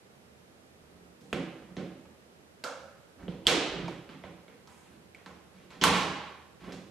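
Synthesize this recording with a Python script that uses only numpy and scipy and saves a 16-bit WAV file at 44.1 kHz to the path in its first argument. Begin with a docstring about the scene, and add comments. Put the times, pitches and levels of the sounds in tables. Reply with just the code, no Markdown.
"""Fitting a launcher under a rifle

Plastic and metal parts snap and knock together on a wooden table in a bare room. Each impact excites
damped modes of the parts and of the table, whose top also reflects the sound. A few blows ring the hollow
launcher tube, the hardest a steel pin, and parts and sleeves drag briefly with stick-slip friction.
The room reverberates for about a second over its own quiet hum and hiss."""
import sys
import numpy as np
from scipy import signal
from scipy.fft import rfft, irfft
from scipy.io import wavfile

SR = 44100
rng = np.random.default_rng(int(sys.argv[2]) if len(sys.argv) > 2 else 0)


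def to_wav(sig):
    """Store sig (one row per channel, or 1-D mono) as 16-bit WAV at the path in sys.argv[1].

    Samples outside -1..1 are clipped; the rate is SR.
    """
    pcm = np.clip(np.atleast_2d(sig), -1, 1) * 32767
    pcm = np.round(pcm).astype(np.int16)
    wavfile.write(sys.argv[1], SR, pcm.T)  # frames by channels


N = 304664

# Modes of the launcher's shell and of the wooden table: (frequency [Hz], level [dB], decay t60 [s])
SHELL_MODES = [(380, 12, 0.012), (548.6, -3, 0.1), (684, 4.5, 0.012), (830, 6.5, 0.0095), (964, 4.5, 0.021),
               (1138, 0, 0.019), (1234, -2.5, 0.043), (1450, 2.5, 0.0063), (1700, 9.5, 0.0023)]
TABLE_MODES = [(40, -15.5, 0.027), (79.3, -8, 0.18), (119, -3.5, 0.1), (159.7, 6.5, 0.055),
               (179.8, 4.5, 0.11), (265, -2, 0.14), (323.3, -3, 0.13), (381, -0.5, 0.049)]
# Impacts between parts: (time [s], crack knee [Hz], direct gain of crack and knock [dB], duration [s],
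#   snap level [dB], snap pitch [Hz], snap t60 [s], crack level [dB], crack slope [dB/octave],
#   knock level [dB], knock centre [octaves above 957 Hz], thud level [dB], thud tilt [dB/octave],
#   room send [dB])
IMPACTS = [(1.2085, 4240, -8, 0.0041, -56, 3650, 0.004, -57, -5.5, -51, -0.93, -49.5, 1, 1),
           (1.328, 3400, 1, 0.0021, -22, 2520, 0.0067, -28.5, -42, -31.5, -0.91, -34, -3, -0.5),
           (1.3291, 8100, 0.5, 0.0025, -36, 3120, 0.0068, -43.5, -18, -62, -0.59, -41.5, 8.5, 0),
           (1.7671, 3470, -8.5, 0.0012, -32, 1920, 0.0051, -35, -12.5, -33.5, -0.79, -37, -1.5, -1.5),
           (1.773, 3800, -3, 0.0034, -43, 3200, 0.006, -64, -25, -58, -0.8, -50, 3, 3.5),
           (2.049, 2500, -1, 0.013, -76, 1490, .004, -60, -20, -46.5, 0.95, -70, -19, -3),
           (2.639, 4900, -10.5, 0.0014, -30, 1480, 0.0026, -23, -10.5, -63, -0.39, -55, 10, -6),
           (3.226, 3000, -6, 0.00072, -44, 1620, .008, -61, -8, -67, -1.3, -43.5, -5, -6.5),
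           (3.2802, 3780, -5, 0.0025, -31.5, 3160, 0.0045, -42.5, -59, -34, -0.82, -35.5, -4.5, -6),
           (3.3135, 4200, -6, 0.0012, -65, 3500, 0.0048, -65, -20, -45.5, -0.29, -52.5, -4, 2),
           (3.454, 4270, -8, 0.00086, -39, 2980, 0.005, -50, -14, -32.5, -0.33, -51, -21, 4),
           (3.468, 4150, -5.5, 0.0018, -1.5, 3334, 0.0085, -10.5, -9, -28.5, -1.3, -30, 2, -0.5),
           (3.516, 3000, 0, 0.012, -44, 3400, 0.006, -56, -18.5, -25.5, -1.7, -35.5, 1.5, 7),
           (3.878, 4210, 2.5, 0.0064, -31.5, 2350, 0.008, -49, -10, -35.5, -0.38, -53, 1, -2),
           (4.09, 3930, -0.5, 0.003, -39, 2940, 0.0074, -49, -39, -37.5, 0.91, -47, -0.5, 1),
           (4.2366, 3470, -1.5, 0.0032, -36, 2060, 0.0065, -42.5, -25, -39.5, -0.45, -45, -6, -0.5),
           (4.481, 3560, -1.5, 0.00085, -45.5, 2190, 0.015, -53, -22, -52.5, -1.16, -58.5, 1, -2),
           (4.672, 4230, -2.5, 0.0034, -55.5, 1000, 0.01, -53, -8, -48, 0.072, -83.5, -12.5, 3),
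           (5.147, 4000, -4, 0.0018, -38, 2266, 0.015, -59, -4.5, -73, 0.3, -71, 3.5, -8),
           (5.26, 3740, -9.5, 0.0022, -34, 1686, 0.0056, -39.5, -10, -35, 0.3, -52, 4, -4),
           (5.705, 4450, -4, 0.0016, -48, 1580, 0.0037, -50.5, -15, -50, 0.18, -80, -11, 6.5),
           (5.8127, 5500, -10.5, 0.0014, -21, 3120, 0.013, -22, -27, -25, -0.23, -31.5, 0.5, 3.5),
           (5.836, 4400, 4.5, 0.005, -8.5, 3070, 0.0066, -21, -6.5, -9.5, 0.34, -25.5, -5.5, 7.5),
           (6.631, 4200, 1, 0.0062, -53, 1450, 0.0085, -67, -20, -48.5, 0.59, -84, 15, 11.5),
           (6.679, 4000, -6, 0.0012, -38, 1700, 0.0031, -62, -20, -35, -0.63, -44, -1, -3.5),
           (6.721, 4260, -13.5, 0.0025, -40, 3250, 0.0037, -32, -10.5, -60, .5, -68, -6, -5)]
KNOCK_FALL_DB = 20   # shell modes weaken this much one octave from the knock centre
SNAP_DETOUR_S, SNAP_T60_SHARE = 0.007, 0.13   # towards the walls the snap is later and shorter


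def impacts():
    """Impact excitation: a force pulse drives snap, crack, knock and thud. Returns direct and room feeds."""
    direct, sent, size = np.zeros(N + SR), np.zeros((2, N + SR)), SR // 4
    scatters_db = 1.5 * rng.standard_normal((len(IMPACTS), 17))   # 9 shell modes, 8 table modes
    grits = rng.standard_normal((len(IMPACTS), size))
    t, click = np.arange(size) / SR, signal.unit_impulse(size)
    late_click = np.roll(click, round(SNAP_DETOUR_S * SR))
    bass_cut = signal.butter(2, 330, "high", fs=SR, output="sos")   # small parts radiate no bass
    for k, (row, scatter_db, grit) in enumerate(zip(IMPACTS, scatters_db, grits)):
        (start, knee_hz, direct_db, duration, snap_db, snap_hz, snap_t60, crack_db, crack_slope,
         knock_db, knock_centre, thud_db, thud_tilt, send_db) = row
        smooth, rough = contact_force(duration, grit)
        thud_modes_db = thud_tilt * octaves(TABLE_MODES, 161) + scatter_db[9:]
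        thud = amp(thud_db) * struck(TABLE_MODES, smooth, thud_modes_db)
        off_centre = octaves(SHELL_MODES, 957) - knock_centre
        knock_modes_db = knock_db - KNOCK_FALL_DB * off_centre ** 2 + scatter_db[:9]
        tuned = 2 * smooth * np.cos(2 * np.pi * snap_hz * t)   # the snap swells over the contact
        top_hz = min(knee_hz * (1 + 11 / max(-crack_slope, 1)), 0.45 * SR)   # a soft contact is dull
        passband = np.vstack([bass_cut, signal.butter(2, top_hz, fs=SR, output="sos")])
        at = round(start * SR)
        paths = [(direct, tuned, amp(direct_db) * rough, 1, 0),
                 (sent[k % 2], late_click, click, SNAP_T60_SHARE, send_db)]   # two spots take turns
        for out, snap_force, force, t60_share, gain_db in paths:
            snap = amp(snap_db) * ring(snap_force, snap_hz, snap_t60 * t60_share) / t60_share
            knock = struck(SHELL_MODES, force, knock_modes_db)
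            hit = snap + crack(force, crack_db, knee_hz, crack_slope) + knock
            out[at:at + size] += amp(gain_db) * (signal.sosfilt(passband, hit) + thud)
    return direct[:N], sent[:, :N]


def contact_force(duration, grit):
    """Contact force rises and falls: a smooth pulse of unit area and a rough one of unit energy."""
    t = np.arange(len(grit)) / SR
    pulse = np.sin(np.pi * np.clip(t / max(duration, 3e-4), 0, 1)) ** 2
    rough = grit * pulse
    return pulse / np.sum(pulse), rough / np.sqrt(np.sum(rough ** 2))


def ring(force, hz, t60):
    """Damped resonator: a unit impulse starts a decaying sine of amplitude 1."""
    radius, angle = amp(-60 / (max(t60, 1e-3) * SR)), 2 * np.pi * hz / SR
    return signal.lfilter([0, np.sin(angle)], [1, -2 * radius * np.cos(angle), radius ** 2], force + 1e-18)


def struck(modes, force, offsets_db):
    """Modal superposition: one force drives all modes of a body, neighbours in opposite polarity."""
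    return sum((-1) ** k * amp(db + offset_db) * ring(force, hz, t60)
               for k, ((hz, db, t60), offset_db) in enumerate(zip(modes, offsets_db)))


# Spectrum radiated by small hard parts: (frequency [Hz], level [dB])
CRACK_SPECTRUM = [(600, 4), (1400, 26), (2100, 27.5), (3300, 27.5), (4500, 27), (7000, 27.5), (10000, 23),
                  (13000, 27.5), (16000, 25.5)]


def crack(force, level_db, knee_hz, db_per_octave):
    """Broadband radiation: a brief force gives an unpitched crack that falls away above its knee."""
    size = len(force)
    hz = np.arange(1, size // 2 + 2) * SR / size
    rolloff_db = db_per_octave * np.maximum(np.log2(hz / knee_hz), 0)
    shape = amp(level_db + at_hz(CRACK_SPECTRUM, hz) + rolloff_db)
    return np.roll(irfft(rfft(force) * shape, size), SR // 2000)


# Modes of the hollow launcher tube: (frequency [Hz], level [dB], decay t60 [s])
TUBE_MODES = [(546, -1.5, 0.046), (1380, 10, 0.012)]
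# Blows that land on the tube: (time [s], level [dB])
TUBE_BLOWS = [(1.329, -61), (2.6377, -35), (5.836, -35)]
BLOW_S, BLOW_SEND_DB = 0.0015, 7.5


def tube():
    """Resonance of a hollow tube under short blows. Returns direct and room feeds."""
    force, clicks, size = np.zeros(N), np.zeros(N), SR // 50
    for start, db in TUBE_BLOWS:
        at = round(start * SR)
        _, rough = contact_force(BLOW_S, rng.standard_normal(size))
        force[at:at + size] += amp(db) * rough
        clicks[at] = amp(db + BLOW_SEND_DB)
    return struck(TUBE_MODES, force, [0, 0]), struck(TUBE_MODES, clicks, [0, 0])


# Ringing of a small steel pin: (time [s], frequency [Hz], level [dB], decay t60 [s])
PIN_RINGS = [(5.840, 9663, -28, .25)]


def pin():
    """Free vibration: a lightly damped steel pin rings on after the hardest blow."""
    return sum(amp(db) * ring(np.arange(N) == round(start * SR), hz, t60)
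               for start, hz, db, t60 in PIN_RINGS)


# Parts and sleeves dragging: (time [s], duration [s], rumble [dB], scrape [dB], cloth rustle [dB])
DRAG_STROKES = [(0.795, 0.28, -68, -109, -97), (1.212, 0.15, -83, -89, -77), (1.582, 0.13, -59, -88, -97),
                (3.17, 0.067, -50.5, -72, -95), (3.676, 0.14, -45, -72, -91),
                (4.666, 0.13, -83, -69.5, -71), (4.819, 0.12, -67.5, -70, -83),
                (5.525, 0.11, -65, -68.5, -102), (5.69, 0.061, -64, -61, -96), (5.92, 0.053, -40, -28, -77),
                (6.592, 0.13, -54, -59, -98)]
DRAG_ATTACK_S, DRAG_RELEASE_DB_PER_S = 0.022, 138
COARSE_SLIPS_PER_S, FINE_SLIPS_PER_S = 900, 5000


def drags():
    """Stick-slip friction: coarse slips shake table and shell; finer ones scrape and rustle."""
    coarse = (rng.random(N) < COARSE_SLIPS_PER_S / SR) * rng.standard_normal(N)
    table = sum(amp(db) * ring(coarse, hz, t60) for hz, db, t60 in TABLE_MODES[1:])
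    shell = sum(amp(db) * ring(coarse, hz, t60) for hz, db, t60 in SHELL_MODES)
    rumble = unit_rms(table + amp(-3.5) * shell)
    fine = (rng.random(N) < FINE_SLIPS_PER_S / SR) * rng.standard_normal(N)
    scrape = unit_rms(bandpass(fine, 900, 3450))
    rustle = unit_rms(bandpass(fine, 4500, 9300))
    out, t = np.zeros(N), np.arange(N) / SR
    for start, duration, rumble_db, scrape_db, rustle_db in DRAG_STROKES:
        attack = np.clip((t - start) / DRAG_ATTACK_S, 0, 1)
        release = amp(-DRAG_RELEASE_DB_PER_S * np.maximum(t - start - duration, 0))
        friction = amp(rumble_db) * rumble + amp(scrape_db) * scrape + amp(rustle_db) * rustle
        out += attack * release * friction
    return out


# Reverberation of the bare room: (frequency [Hz], level [dB], decay t60 [s], hold before decay [s])
REVERB_BANDS = [(95, -19.5, 0.68, 0.028), (255.6, -8, 0.58, 0.065), (472, -12.5, 0.74, 0.049),
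                (880, -17, 0.84, 0.014), (1908, -20, .82, 0.0084), (4750, -19, 0.68, 0.0041),
                (8050, -14.5, 0.54, .005), (13000, -12.5, 0.225, .005), (15500, -15.5, 0.154, .005)]
# Coherence of the reverberant field: (frequency [Hz], left-right correlation [-1 to 1])
REVERB_COHERENCE = [(60, 1), (180, 0.98), (550, 0.99), (1650, 0.64), (4970, 0.5), (15000, 0.065)]
REVERB_BUILD_S = 0.0005


def reverberation(feeds):
    """Diffuse field: reflections build up, then die band by band; each feed has its own echo pattern."""
    t, out = np.arange(int(1.4 * SR)) / SR, 0
    for feed in feeds:
        response = 0
        for hz, band in stereo_bands(len(t), REVERB_COHERENCE):
            db, t60, hold = (at_hz(REVERB_BANDS, hz, column) for column in (1, 2, 3))
            response += amp(db - 60 * np.maximum(t - hold, 0) / t60) * band
        response *= (1 - np.exp(-t / REVERB_BUILD_S)) / 10
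        out += signal.fftconvolve(feed[None], response, axes=1)[:, :N]
    return out


# Spectrum of the room's hiss: (frequency [Hz], relative spectral density [dB])
HISS_SPECTRUM = [(15, -64), (25, -35), (120, -12.5), (242, -10.5), (285, -16), (416, -12), (503, -15),
                 (695, -18), (911, -22), (1370, -23), (2690, -27.5), (11600, -38), (12800, -53.5),
                 (16000, -83)]
# Coherence of the hiss: (frequency [Hz], left-right correlation [-1 to 1])
HISS_COHERENCE = [(60, 0.058), (240, 0.79), (950, -0.16), (3770, -0.27), (15000, 0.00037)]
HISS_DB, HUM_DB, HUM_HZ, HUM_T60_S = -58, -70, 78, 0.58


def room_tone():
    """Ambient noise: steady hiss, and a wavering hum where distant rumble excites a low room mode."""
    hiss = sum(amp(at_hz(HISS_SPECTRUM, hz)) * band for hz, band in stereo_bands(N, HISS_COHERENCE))
    hum = ring(rng.standard_normal(N), HUM_HZ, HUM_T60_S)
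    return amp(HISS_DB) * unit_rms(hiss) + amp(HUM_DB) * unit_rms(hum)


def stereo_bands(size, coherence):
    """Partial coherence from mid and side noise: yields each third octave's centre and stereo band."""
    edges = 25 * 2 ** (np.arange(29) / 3)
    white = rng.standard_normal((2, 2, size))
    for k, (low, high) in enumerate(zip(edges, edges[1:])):
        mid, side = bandpass(white[k % 2], low, high)
        hz = np.sqrt(low * high)
        correlation = np.clip(at_hz(coherence, hz), -1, 1)
        yield hz, np.sqrt(1 + correlation) * mid + np.sqrt(1 - correlation) * side * [[1], [-1]]


def bandpass(x, low_hz, high_hz):
    """Band-pass filtering between two edges."""
    return signal.sosfilt(signal.butter(2, [low_hz, high_hz], "band", fs=SR, output="sos"), x)


def amp(db):
    """Amplitude ratio of a level in decibels."""
    return 10 ** (np.asarray(db) / 20)


def unit_rms(x):
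    """Normalisation to rms 1."""
    return x / np.sqrt(np.mean(x ** 2) + 1e-20)


def at_hz(points, hz, column=1):
    """Interpolation of a table column over log frequency."""
    points = np.array(points, float)
    return np.interp(np.log(hz), np.log(points[:, 0]), points[:, column])


def octaves(modes, centre_hz):
    """Interval from a centre frequency to each mode."""
    return np.log2(np.array(modes)[:, 0] / centre_hz)


TABLE_ECHO_S, TABLE_ECHO_DB = 0.0045, -5


def scene():
    """Superposition of direct sound, its reflection off the table top, reverberation and room tone."""
    hits, hits_sent = impacts()
    taps, taps_sent = tube()
    friction = drags()
    direct = hits + taps + friction + pin()
    lag = round(TABLE_ECHO_S * SR)
    reflection = amp(TABLE_ECHO_DB) * np.pad(direct[:-lag], (lag, 0))
    return direct + reflection + reverberation(hits_sent + [taps_sent, friction]) + room_tone()


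GAIN_KNEE_DB, GAIN_SHARE, GAIN_ATTACK_S, GAIN_RELEASE_DB_PER_S = -18.5, 0.44, 0.0057, 17


def gain_control(x):
    """Compression: peaks above the knee pull the gain down quickly; it recovers at a steady rate."""
    peak_db = 20 * np.log10(np.abs(x).max(axis=0) + 1e-9)
    cut_db = GAIN_SHARE * np.maximum(peak_db - GAIN_KNEE_DB, 0)
    recovery_db = GAIN_RELEASE_DB_PER_S * np.arange(N) / SR
    held_db = np.maximum.accumulate(cut_db + recovery_db) - recovery_db
    pole = np.exp(-1 / (GAIN_ATTACK_S * SR))
    return x * amp(-signal.lfilter([1 - pole], [1, -pole], held_db))


# Sensitivity imbalance of the microphone pair: (frequency [Hz], left minus right [dB])
MIC_BALANCE = [(60, -3), (180, -4), (550, -4.5), (1650, -3), (4970, -2.0), (15000, -1)]
LOW_CUT_HZ, HIGH_STOP_HZ = 51.3, 16900


def record(dry):
    """Transduction: the left capsule is weaker, loud hits are compressed, and lows and top are cut."""
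    left_gain = amp(at_hz(MIC_BALANCE, np.arange(1, N // 2 + 2) * SR / N) / 2)
    picked_up = irfft(rfft(dry) * [left_gain, 1 / left_gain], N)
    low_cut = signal.butter(2, LOW_CUT_HZ, "high", fs=SR, output="sos")
    high_cut = signal.cheby2(12, 70, HIGH_STOP_HZ, fs=SR, output="sos")
    return signal.sosfilt(np.vstack([low_cut, high_cut]), gain_control(picked_up))


dry = scene()
out = record(dry)
to_wav(out)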